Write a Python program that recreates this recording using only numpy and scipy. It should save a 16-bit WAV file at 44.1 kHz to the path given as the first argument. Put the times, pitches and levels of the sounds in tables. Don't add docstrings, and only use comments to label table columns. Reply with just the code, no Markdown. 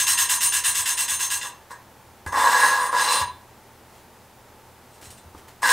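import sys
import numpy as np
from scipy import signal
from scipy.fft import rfft, irfft
from scipy.io import wavfile

SR = 44100
rng = np.random.default_rng(int(sys.argv[2]) if len(sys.argv) > 2 else 0)


def wrap_up_sound(samples):
    columns = np.atleast_2d(samples).T
    tamed = np.clip(columns, -1, 1)
    steps = np.round(tamed * 32767).astype(np.int16)
    wavfile.write(sys.argv[1], SR, steps)


N = 252252
T = np.arange(N) / SR

# start in seconds, grit bite in dB re the twist's level.
TWISTS = [(-.045, 10), (0.065, -0.5), (0.172, -1), (.287, -3), (0.403, -5), (0.519, -1), (.636, -.5),
          (.744, -3.5), (0.854, -1.5), (0.97, -2.5), (1.078, -2.5), (1.19, -3.5), (1.299, -3), (1.411, 10)]


def lapping():
    # centre in Hz, width in Hz, level in dB.
    head_modes = [(490, 50, -20), (570, 60, -21), (840, 28, -13), (893, 26, -11), (957, 28, -5),
                  (1000, 30, 1), (1050, 32, -1), (1120, 42, -3)]
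    stem_modes = [(1552, 50, -10), (1617, 18, -2), (1668, 24, 3), (1713, 25, -8), (1825, 70, -10),
                  (1910, 50, -12), (2020, 45, -12)]
    seat_modes = [(1646, 40, 12.5), (1940, 70, 3), (2040, 97, -1), (2732, 93, 9), (2780, 78, -4),
                  (3430, 28, 5), (3597, 69.7, 7.5), (3670, 110, 0.5), (4043, 43, 10.5), (4240, 40, -1),
                  (5560, 24, -16)]
    paste_modes = [(2775, 190, -2), (3570, 25, 6.5), (4027, 36, 6.5), (4115, 17, 4), (4660, 83, -18),
                   (5380, 79, -3)]
    valve_modes = [(4100, 18, 7), (5555, 22, 3), (6342, 16, 14), (6790, 40, 1), (7190, 40, 5),
                   (7290, 25, 2), (7780, 40, 3), (7887, 18, 11), (8000, 28, 10), (8180, 35, 4),
                   (8550, 35, 5), (8611, 16, 14), (8675, 25, 8), (8921, 16, 9), (9117, 12, 12),
                   (9550, 30, 2), (9635, 30, 3), (9930, 50, 1), (10345, 45, 2), (10600, 25, -2),
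                   (11300, 30, -3), (11850, 25, -2), (12377, 22, 4), (13220, 25, -2), (13480, 18, 0),
                   (13810, 25, -5), (14720, 25, -6), (14900, 25, -5)]
    # frequency in Hz, spectral density in dB.
    head_floor = [(60, -55), (150, -39), (230, -30), (370, -33), (480, -26.5), (740, -21), (1000, -13),
                  (1230, -16), (1380, -23), (2600, -56)]
    stem_floor = [(500, -74), (1300, -36), (1500, -16), (1750, -32), (2100, -27), (2600, -32), (5000, -80)]
    seat_floor = [(200, -23), (800, -33), (1350, -8.5), (1800, 5.5), (2300, -8), (3000, 3), (3800, -10),
                  (4300, -15), (5000, 0), (5800, -7.5), (7000, 0.5), (15000, -36)]
    paste_floor = [(800, -54), (2000, -8.5), (2700, -12), (3800, -7), (4350, -8.5), (5000, -6),
                   (5700, -11.5), (7000, -12), (15000, -50)]
    valve_floor = [(300, -38), (2000, -11.5), (4300, -11), (5300, -7), (6100, -6.5), (6800, -3),
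                   (7550, -2.5), (8400, 1), (9700, -3.5), (11000, -9), (13000, -7.5), (14500, -14),
                   (16000, -13.5)]
    # start, rise and decay in seconds, then head, stem and valve levels in dB.
    taps = [(1.43, 0.017, 0.021, -30.5, -36, -61), (1.698, 0.017, 0.018, -34.5, -36, -44),
            (2.262, 0.00086, 0.0055, -31, -21, -38), (2.273, 0.00079, 0.018, -31.5, -49, -39.5),
            (2.323, .002, 0.0045, -31, -45, -41), (2.92, 0.011, 0.016, -23.5, -34, -46),
            (3.211, 0.00081, 0.0052, -33, -33, -36), (5.622, 0.0028, 0.032, -32, -25.5, -53)]
    # start, rise and decay in seconds, level in dB.
    slides = [(4.88, 0.078, .03, -57), (5.012, .001, .005, -45), (5.02, 0.037, 0.033, -47.5),
              (5.102, 0.0035, 0.015, -40.5), (5.17, 0.012, .012, -49)]
    twist_head, seat, twist_valve = twisting()
    head, stem, paste, valve = turning()
    tap_head, tap_stem, tap_valve = touches(taps)
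    handling = tap_valve + touches(slides)[0]
    coarse = grit(per_s=3200, spread_db=3.0, judder_db=2.0, judder_hz=71.4)
    medium = grit(per_s=7000, spread_db=2.5, judder_db=0.04, judder_hz=120)
    fine = grit(per_s=20000, spread_db=1.1, judder_db=1.25, judder_hz=120)
    light = butter(medium, 2, 1000, "high")
    crunch = through((head + tap_head) * coarse + twist_head * light, body(head_floor, head_modes))
    grate = through((stem + tap_stem) * coarse, body(stem_floor, stem_modes))
    seat_rasp = through(seat * medium, body(seat_floor, seat_modes))
    paste_rasp = through((paste + from_db(-5) * handling) * medium, body(paste_floor, paste_modes))
    hiss = through((valve + twist_valve + handling) * fine, body(valve_floor, valve_modes))
    return crunch + grate + seat_rasp + paste_rasp + hiss


def twisting(glide_s=0.11, bite_s=0.027, attack_s=0.0042, rasp_db=-12, crunch_db=-12.5, creep_db=-20):
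    levels = np.zeros((3, N))
    for start, bite_db in TWISTS:
        now = (T > start) & (T < start + glide_s)
        age = T[now] - start
        progress = age / glide_s
        speed = progress ** 0.68 * (1 - progress) ** 1.49
        speed = np.maximum(speed / speed.max(), from_db(creep_db))
        attack = 1 - np.exp(-age / attack_s)
        bite = from_db(bite_db) * attack * np.exp(-age / bite_s) * np.sqrt(1 - progress)
        head = from_db(crunch_db) * np.sqrt(speed)
        seat = bite + from_db(rasp_db) * speed
        levels[:, now] += from_db(effort_db(start)) * np.array([head, seat, speed])
    return levels


def effort_db(start_s):
    # time in seconds, level in dB.
    effort = [(0, -18), (1.3, -24), (1.41, -35)]
    return np.interp(start_s, *np.transpose(effort))


def turning(attack_s=0.008, release_s=0.012, head_wear_db_per_s=9):
    # head, stem, paste and valve at full speed in dB, wear at the stem in dB/s.
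    turns = [(-17.5, -19, -28, -27, 7.5), (-21.5, -22, -24.5, -27.5, 41), (-22, -18, -22, -21.5, 13)]
    # time in seconds, speed in dB (taken relative to its peak).
    speeds = [
        [(2.326, -44.5), (2.38, -32), (2.652, -27.5), (2.752, -34.5), (2.87, -37.5), (2.908, -53)],
        [(2.918, -44), (2.928, -41.5), (2.984, -28.5), (3.038, -29.5), (3.07, -31.5), (3.128, -26.5),
         (3.216, -33.5), (3.232, -40)],
        [(5.625, -40.5), (5.629, -35.5), (5.707, -26.5), (5.72, -25.5)],
    ]
    # Head, stem, paste and valve response in dB per dB of speed.
    follows = [0.4, 0.86, 1.16, 1.0]
    levels = np.zeros((4, N))
    for curve, (*full_db, stem_wear_db_per_s) in zip(speeds, turns):
        s, speed_db = np.transpose(curve)
        now = (T > s[0] - attack_s) & (T < s[-1] + 10 * release_s)
        t = T[now]
        grip = np.minimum(1 + (t - s[0]) / attack_s, 1) * np.exp(-np.maximum(t - s[-1], 0) / release_s)
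        slowing_db = np.outer(follows, np.interp(t, s, speed_db - speed_db.max()))
        worn_db = np.outer([head_wear_db_per_s, stem_wear_db_per_s, 0, 0], t - s[0])
        levels[:, now] += grip * from_db(np.array(full_db)[:, None] + slowing_db - worn_db)
    return levels


def touches(rows):
    levels = 0
    for start, rise_s, decay_s, *dbs in rows:
        rise = np.clip((T - start) / rise_s, 0, 1)
        decay = np.exp(-np.maximum(T - start - rise_s, 0) / decay_s)
        levels = levels + from_db(dbs)[:, None] * rise * decay
    return levels


def grit(per_s, spread_db, judder_db, judder_hz):
    sizes = rng.standard_normal(N) * from_db(spread_db * np.minimum(rng.exponential(1, N), 4))
    cracks = rng.random(N) < per_s / SR
    force = sizes * cracks * from_db(judder_db * drift(judder_hz))
    return force / force.std()


def squeals(grow_s=0.0047, loud_t60_s=0.27, waver_db=0.8, wobble_rad=1.0):
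    # start and end in seconds, frequency in Hz, level in dB.
    locks = [(0.453, 0.476, 9070, -23), (0.643, 0.696, 9117, -25.5), (0.906, .933, 9100, -29),
             (2.592, 2.687, 9150, -30.5), (2.8, 2.883, 9140, -37.5), (3.004, 3.055, 9070, -31.5),
             (3.037, 3.157, 4050, -31.5), (3.113, 3.183, 9117, -29)]
    # frequency in Hz, dB re the twist's level, t60 in seconds.
    singing = [(4100, -21.5, 0.25), (6342, -11.5, 0.071)]
    feed_from_s, feed_to_s, spread_db = 0.024, 0.065, 1.5
    waver = from_db(waver_db * drift(72))
    phase = wobble_rad * drift(40)
    tones = [(*row, loud_t60_s) for row in locks]
    for hz, db, t60_s in singing:
        for start, _ in TWISTS:
            level_db = effort_db(start) + db + spread_db * rng.standard_normal()
            tones.append((start + feed_from_s, start + feed_to_s, hz, level_db, t60_s))
    out = np.zeros(N)
    for start, end, hz, db, t60_s in tones:
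        now = (T > start) & (T < end + t60_s)
        t = T[now]
        swell = 1 - np.exp(-(t - start) / grow_s)
        ring = from_db(db - 60 * np.maximum(t - end, 0) / t60_s)
        out[now] += np.sqrt(2) * swell * ring * np.sin(2 * np.pi * hz * t + phase[now])
    return out * waver


def bench(knock_s=0.0045, knock_band_hz=(166, 746), rock_lag_s=0.043, rock_db=-21.5, rock_spread_db=4.5):
    # time in seconds, thud in dB, knock in dB.
    bumps = [(2.262, -26, -26.5), (3.212, -28.5, -41), (5.069, -40, -62), (5.255, -38, -60),
             (5.349, -40, -34)]
    # frequency in Hz, level in dB, t60 in seconds.
    modes = [(84, -5.5, 0.18), (95, -13.5, 0.11), (119, -9, 0.064), (160, -28, .1)]
    thud, knock = np.zeros(N), np.zeros(N)
    for start, thud_db, knock_db in bumps:
        thud[round(start * SR)] = from_db(thud_db)
        knock += from_db(knock_db) * (T >= start) * np.exp(-np.abs(T - start) / knock_s)
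    for start, _ in TWISTS:
        level_db = effort_db(start) + rock_db + rock_spread_db * rng.standard_normal()
        thud[max(0, round((start + rock_lag_s) * SR))] += from_db(level_db)
    t = T[:SR // 2]
    boom = sum(from_db(db - 60 * t / t60_s) * np.sin(2 * np.pi * hz * t) for hz, db, t60_s in modes)
    boom = butter(boom, 4, 64, "high")
    dull = butter(rng.standard_normal(N), 2, knock_band_hz, "band")
    return through(thud, boom) + knock * dull / dull.std()


def brushing():
    # start, rise and decay in seconds, level in dB.
    brushes = [(3.88, 0.076, 0.053, -53.5), (5.01, 0.024, 0.028, -42.5), (5.34, 0.04, 0.04, -49.5),
               (5.475, 0.0084, 0.021, -46)]
    # frequency in Hz, spectral density in dB.
    cloth = [(200, -1), (600, -4), (1400, -4.5), (2500, -7), (5000, -11), (9000, -11), (15000, -16)]
    friction = grit(per_s=3100, spread_db=0.0, judder_db=-1.5, judder_hz=60)
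    return through(touches(brushes)[0] * friction, body(cloth))


def room(x, wet_db=-7.5, gap_s=0.0034):
    # frequency in Hz, t60 in seconds.
    decay = [(100, 0.46), (1000, 0.38), (4000, 0.34), (9000, 0.098), (16000, 0.13)]
    t = T[:SR // 2]
    edges_hz = np.geomspace(60, 17000, 9)
    white, tail = rng.standard_normal(len(t)), 0
    for low, high in zip(edges_hz, edges_hz[1:]):
        band = butter(rng.permutation(white), 2, [low, high], "band")
        tail = tail + band * from_db(-60 * t / at_hz(decay, np.sqrt(low * high)))
    response = from_db(wet_db) * unit_energy(tail * (t > gap_s))
    response[0] = 1
    return through(x, unit_energy(response))


def background(air_db=-50.5):
    # frequency in Hz, relative spectral density in dB.
    air_spectrum = [(15, -33), (25, -12), (122, -5.5), (144, -9.5), (240, -5.5), (313, -11), (340, -6.5),
                    (482, -7.5), (598, -8), (684, -10), (895, -3), (970, -9), (3000, -21), (4260, -23.5),
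                    (15500, -28)]
    # frequency in Hz, rms level in dB.
    motor = [(81, -62.5), (119, -62)]
    air = from_db(air_db) * through(rng.standard_normal(N), body(air_spectrum))
    hum = sum(from_db(db) * np.sin(2 * np.pi * hz * T + 0.6 * drift(2.2)) for hz, db in motor)
    return air + np.sqrt(2) * hum


def body(spectrum, modes=(), size=32768):
    hz = np.arange(size // 2 + 1) * SR / size
    power = from_db(at_hz(spectrum, hz)) ** 2
    for centre_hz, width_hz, db in modes:
        detune = 2 * (hz - centre_hz) / width_hz
        power = power + from_db(db) ** 2 / (1 + detune ** 2 / 2) ** 2
    cepstrum = irfft(np.log(power) / 2)
    cepstrum[1:size // 2] *= 2
    cepstrum[size // 2 + 1:] = 0
    return unit_energy(irfft(np.exp(rfft(cepstrum))))


def drift(rate_hz):
    lowpass = signal.butter(2, rate_hz, fs=SR / 20, output="sos")
    slow = signal.sosfilt(lowpass, rng.standard_normal(N // 20 + 2002))[2000:]
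    return np.interp(np.arange(N) / 20, np.arange(len(slow)), slow / slow.std())


def butter(x, order, hz, kind):
    return signal.sosfilt(signal.butter(order, hz, kind, fs=SR, output="sos"), x)


def through(x, response):
    return signal.fftconvolve(x, response)[:N]


def at_hz(points, hz):
    points_hz, values = np.transpose(points)
    return np.interp(np.log(hz + 1e-9), np.log(points_hz), values)


def unit_energy(response):
    return response / np.sqrt(np.sum(response ** 2))


def from_db(db):
    return 10 ** (np.asarray(db) / 20)


def scene():
    work = room(brushing() + lapping() + bench())
    mono = work + squeals() + background()
    return np.array([mono, mono])


def record(dry, hiss_db=-60, cutoff_hz=15700):
    # frequency in Hz, relative spectral density in dB.
    hiss_spectrum = [(20, 19.5), (60, 9), (250, 9.5), (1000, -0.5), (4000, -0.5), (15000, 1)]
    hiss = np.array([through(noise, body(hiss_spectrum)) for noise in rng.standard_normal((2, N))])
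    lowpass = signal.ellip(12, 0.2, 90, cutoff_hz, fs=SR, output="sos")
    return signal.sosfilt(lowpass, dry + from_db(hiss_db) * hiss)


dry = scene()
out = record(dry)
wrap_up_sound(out)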